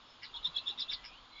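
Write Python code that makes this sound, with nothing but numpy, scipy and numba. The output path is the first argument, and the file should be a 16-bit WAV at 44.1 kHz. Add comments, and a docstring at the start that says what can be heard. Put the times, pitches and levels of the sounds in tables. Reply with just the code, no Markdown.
"""In a forest tree nest, stork chicks beg: short, high peeps, about nine a second, some with a dry rasp.
A peep is a harmonic tone that holds one note, then flicks up and falls back; a rasp is a train of
pulses ringing the throat's resonances. Trunks and leaves scatter the calls. Faint far birds,
soft knocks in the nest, a forest hush and a low rumble of air lie behind."""
import sys
import numpy as np
from scipy import signal
from scipy.fft import rfft, irfft
from scipy.io import wavfile
from scipy.ndimage import uniform_filter1d
from numba import njit

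SR = 44100
rng = np.random.default_rng(int(sys.argv[2]) if len(sys.argv) > 2 else 0)


def put_to_file(sound):
    """Save the sound as 16-bit audio at rate SR, in the file named by the first command-line argument."""
    columns = np.atleast_2d(sound).T  # one column per channel
    safe = np.clip(columns, -1, 1)
    whole_steps = np.round(safe * 32767)
    wavfile.write(sys.argv[1], SR, whole_steps.astype(np.int16))


N = 61739


def undb(db):
    """Level in decibels to amplitude ratio."""
    return 10 ** (np.asarray(db) / 20)


def unit(x):
    """Normalisation to rms 1."""
    return x / np.sqrt(np.mean(x ** 2))


def curve(at, rows):
    """Linear interpolation between rows."""
    return np.interp(at, *np.array(rows, float).T)


def noise():
    """White Gaussian noise."""
    return rng.standard_normal(N)


def walk(rate):
    """Low-passed noise of rms 1, with about `rate` changes a second."""
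    span = max(int(SR / rate), 1)
    return unit(uniform_filter1d(uniform_filter1d(noise(), span), span))


@njit
def bandpass(x, hz, width_hz):
    """Second-order resonator with unit gain at its moving centre frequency."""
    y, band_state, low_state = np.empty(len(x)), 0., 0.
    for i in range(len(x)):
        g, damping = np.tan(np.pi * hz[i] / SR), width_hz / hz[i]
        band = (band_state + g * (x[i] - low_state)) / (1 + g * (g + damping))
        band_state = 2 * band - band_state
        low_state += 2 * g * band
        y[i] = damping * band
    return y


def resonate(x, hz, width_hz):
    """Two resonators in cascade give steep skirts; the output has rms 1."""
    hz = hz + np.zeros(N)
    return unit(bandpass(bandpass(x, hz, float(width_hz)), hz, float(width_hz)))


def colour(x, rows):
    """Spectral shaping by (f/Hz, gain/dB) points on a logarithmic frequency axis."""
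    hz, db = np.array(rows, float).T
    f = np.maximum(np.arange(N + 1) * SR / (2 * N), 1)
    gain = undb(np.interp(np.log(f), np.log(hz), db))
    return irfft(rfft(x, 2 * N) * gain)[:N]


def hush_and_rumble(t):
    """Filtered noise: a broadband hush of distant trees and a narrow, low band of rumbling air."""
    # relative spectral density of the hush: f/Hz, level/dB
    hush_spectrum = [(30, -4.5), (60, -6.5), (100, -3), (160, -9.5), (250, -5), (400, -9.5), (600, -7.5),
                     (800, -6), (1050, -0.5), (1300, -2), (1600, -8.5), (2000, -12), (2600, -9.5),
                     (3400, -2), (4300, -9), (5300, -16.5), (5800, -24), (7100, -20), (9000, -79.5)]
    # envelope of the hush: t/s, level/dB
    hush_level = [(0, -59.5), (.2, -58.5), (.5, -56), (1.05, -56.5), (1.2, -58.5), (1.4, -59.5)]
    # envelope of the rumble: t/s, level/dB
    rumble_level = [(0, -71), (.2, -83), (.42, -62), (.8, -82), (.99, -56.5), (1.12, -67.5), (1.4, -72.5)]
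    hush = unit(colour(noise(), hush_spectrum)) * undb(curve(t, hush_level))
    rumble = resonate(noise(), hz=31.5, width_hz=24) * undb(curve(t, rumble_level))
    return hush + rumble


def far_birds(t):
    """Narrow-band noise under Gaussian envelopes: faint whistles, blurred by distance."""
    # notes: middle t/s, half length/s, f/Hz, glide/(Hz/s), level/dB
    notes = [(0.108, 0.058, 5250, 0, -67.5), (0.283, .03, 4660, 1, -64.5), (.305, .015, 2850, 1, -59.5),
             (.39, .025, 2947, -5.5, -54.5), (0.596, 0.054, 2678, 16.5, -55.5), (0.712, .03, 2753, -3, -54),
             (0.869, 0.087, 2704, -1, -62), (0.974, 0.05, 2005, -2, -61), (1.099, 0.06, 2438, 1492, -60.5),
             (1.161, .03, 2954, 8016, -57), (1.172, 0.037, 4460, -1500, -68),
             (1.353, 0.061, 4005, -1200, -58.5), (1.389, 0.047, 2205, 4, -56.5),
             (1.397, 0.038, 3420, 3, -54)]
    birds = 0
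    for at, half, hz, glide, db in notes:
        pitch = hz + glide * np.clip(t - at, -2 * half, 2 * half)
        whistle = resonate(noise(), pitch, width_hz=.045 * hz)
        birds += undb(db) * whistle * np.exp(-((t - at) / half) ** 2)
    return birds


def nest_knocks(t):
    """Noise-driven resonances rise linearly and decay exponentially: dull knocks, as of sticks shifting."""
    # knocks: onset t/s, f/Hz, level/dB
    knocks = [(0.288, 140, -70), (.33, 943, -52), (0.446, 1017, -55), (.46, 164.5, -62), (.675, 378, -62.5),
              (0.699, 857, -53), (0.759, 270, -62), (1.083, 765, -63.5), (1.293, 243.5, -58.5)]
    attack_s, decay_s = .03, .017
    sticks = 0
    for at, hz, db in knocks:
        rise = np.clip((t - at) / attack_s, 0, 1)
        decay = np.exp(-np.maximum(t - at - attack_s, 0) / decay_s)
        sticks += undb(db) * resonate(noise(), hz, width_hz=59) * rise * decay
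    return sticks


def reverberation(x, t, t60_s, gap_s):
    """Diffuse reflections: convolution with exponentially decaying noise of unit energy."""
    response = noise() * undb(-60 * t / t60_s) * (t > gap_s)
    return signal.fftconvolve(x, response / np.linalg.norm(response))[:N]


def forest(direct, t):
    """Multipath: direct sound, a trunk reflection, scatter from nest and leaves, and the forest's tail."""
    trunk_delay_s = .00356
    trunk = undb(-5.5) * np.interp(t - trunk_delay_s, t, direct)
    scatter = undb(-8.5) * reverberation(direct, t, t60_s=.088, gap_s=.01)
    tail = undb(-23.5) * reverberation(direct, t, t60_s=.23, gap_s=.016)
    return direct + trunk + scatter + tail


def rasp(t, at, attack, release, rate, breathiness, low_db, high_db, high_hz, fall, width_hz):
    """Source and filter: puffs of air ring the low throat resonances, while uneven pulses and puffs together
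    ring a falling high one."""
    # low resonances of the throat: f/Hz, width/Hz, relative level/dB
    low_throat = [(1716, 260, -6.5), (2145, 540, 2), (2897, 380, 0)]
    low_lead_s, low_length_ratio = .0087, .75

    def swell(lag):
        """Gaussian envelope with separate attack and release."""
        return np.exp(-(lag / np.where(lag < 0, attack, release)) ** 2)

    cycle = np.cumsum(rate * (1 + .18 * breathiness * walk(150))) / SR % 1
    clicks = unit(1. * (np.diff(cycle, prepend=0) < 0))
    puffs = unit(noise() * (np.exp(-cycle / .053) + .15))  # a burst of air each cycle over steady breath
    source = (1 - breathiness) * clicks + breathiness * puffs
    low = unit(sum(undb(db) * resonate(puffs, hz, width) for hz, width, db in low_throat))
    high = resonate(source, np.clip(high_hz - fall * (t - at), 3830, 5300), width_hz)
    low_swell = swell((t - at + low_lead_s) / low_length_ratio)
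    return undb(low_db) * low * low_swell + undb(high_db) * high * swell(t - at)


def peep(t, start, hold, hz, start_db, end_db, flick_db, flick_hz):
    """Frequency-modulated harmonics plus throat noise: a lead-in, a held note, a rough flick up and back."""
    # harmonics 1 to 4, of which the strong second is the pitch heard: level/dB
    harmonics = [-34, -2, -42.5, -34.5]
    # resonances of the hiss that rides on the tone: f/Hz, width/Hz, relative level/dB
    hiss_bands = [(2700, 360, -4), (5278, 220, -2.5)]
    lead_s, flick_rise_s, flick_fall_s = .01481, .006, .012
    attack_s, release_s = .0097, .024  # each spans 40 dB
    sag_hz_per_s, jitter_per_s, flutter_db = 6500, 430, 1.5
    end = start + hold
    top = end + flick_rise_s
    done = top + flick_fall_s

    sag = sag_hz_per_s * hold / 2
    pitch = np.interp(t, [start - lead_s, start - lead_s / 4, start + lead_s / 4, end, top, done],
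                      [3463, 3707, hz + sag, hz - sag, flick_hz, 3793])
    roughness = np.interp(t, [start, start + hold / 2, end, top], [.8, 0, 0, 1])
    jitter = (.0076 + .05 * roughness) * walk(jitter_per_s)
    fundamental = pitch / 2 * (1 + jitter)
    phase = 2 * np.pi * np.cumsum(fundamental) / SR
    tone = sum(undb(db) * np.sin(k * phase) for k, db in enumerate(harmonics, 1))

    hiss = sum(undb(db) * resonate(noise(), f, width) for f, width, db in hiss_bands)
    hoarse = resonate(noise(), hz=3487, width_hz=293) * (1 + roughness) / 2  # main throat resonance
    voice = np.sqrt(2) * tone + undb(-26.5) * hiss + undb(-6) * hoarse

    level = np.interp(t, [start - lead_s, start, end - flick_rise_s / 2, top, done],
                      [start_db - 14.5, start_db, end_db, flick_db, flick_db - 2])
    level -= 40 * np.maximum(start - lead_s - t, 0) / attack_s
    level -= 40 * np.maximum(t - done, 0) / release_s
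    level += flutter_db * roughness * walk(jitter_per_s)
    return voice * undb(level)


def scene():
    """Superposition of the chicks' scattered calls and the sounds behind them."""
    # rasps: peak t/s, attack/s, release/s, pulse rate/Hz, breathiness (0-1), low part's level/dB,
    # high resonance's level/dB, its f/Hz, its fall/(Hz/s), its width/Hz
    rasp_calls = [(0.244, 0.016, 0.025, 330, .8, -47.5, -47.5, 4520, 55000, 850),
                  (0.803, .012, 0.017, 300, .8, -54.5, -43, 5060, 12000, 1025),
                  (0.931, 0.016, 0.016, 330, .8, -45, -40.5, 4890, 30000, 650),
                  (1.055, 0.012, 0.025, 122, .12, -52.5, -50, 5230, 1200, 616)]
    # peeps: held note's start t/s, length/s, f/Hz, start level/dB, end level/dB; flick level/dB, top f/Hz
    peep_calls = [(0.344, 0.014, 3270, -45.5, -41, -42, 3970), (0.444, 0.013, 3618, -37, -30, -33.5, 4005),
                  (0.558, .013, 3343, -41, -29, -36.5, 4125), (0.674, .019, 3466, -35, -30, -37.5, 4017),
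                  (.791, .024, 3608, -35.5, -38, -36.5, 4000), (.897, 0.032, 3550, -36, -41.5, -37, 3920)]
    t = np.arange(N) / SR
    rasps = sum(rasp(t, *row) for row in rasp_calls)
    rasps = colour(rasps, [(5544, 0), (5744, -19)])  # the microphone dulls the rasps' treble
    chicks = sum(peep(t, *row) for row in peep_calls) + rasps
    return (forest(chicks, t) + far_birds(t) + nest_knocks(t) + hush_and_rumble(t))[None]


def record(dry):
    """Band limiting: a steep elliptic low-pass cuts the top treble."""
    cutoff_hz = 7160
    return signal.sosfilt(signal.ellip(10, .2, 70, cutoff_hz, fs=SR, output="sos"), dry)


dry = scene()
out = record(dry)
put_to_file(out)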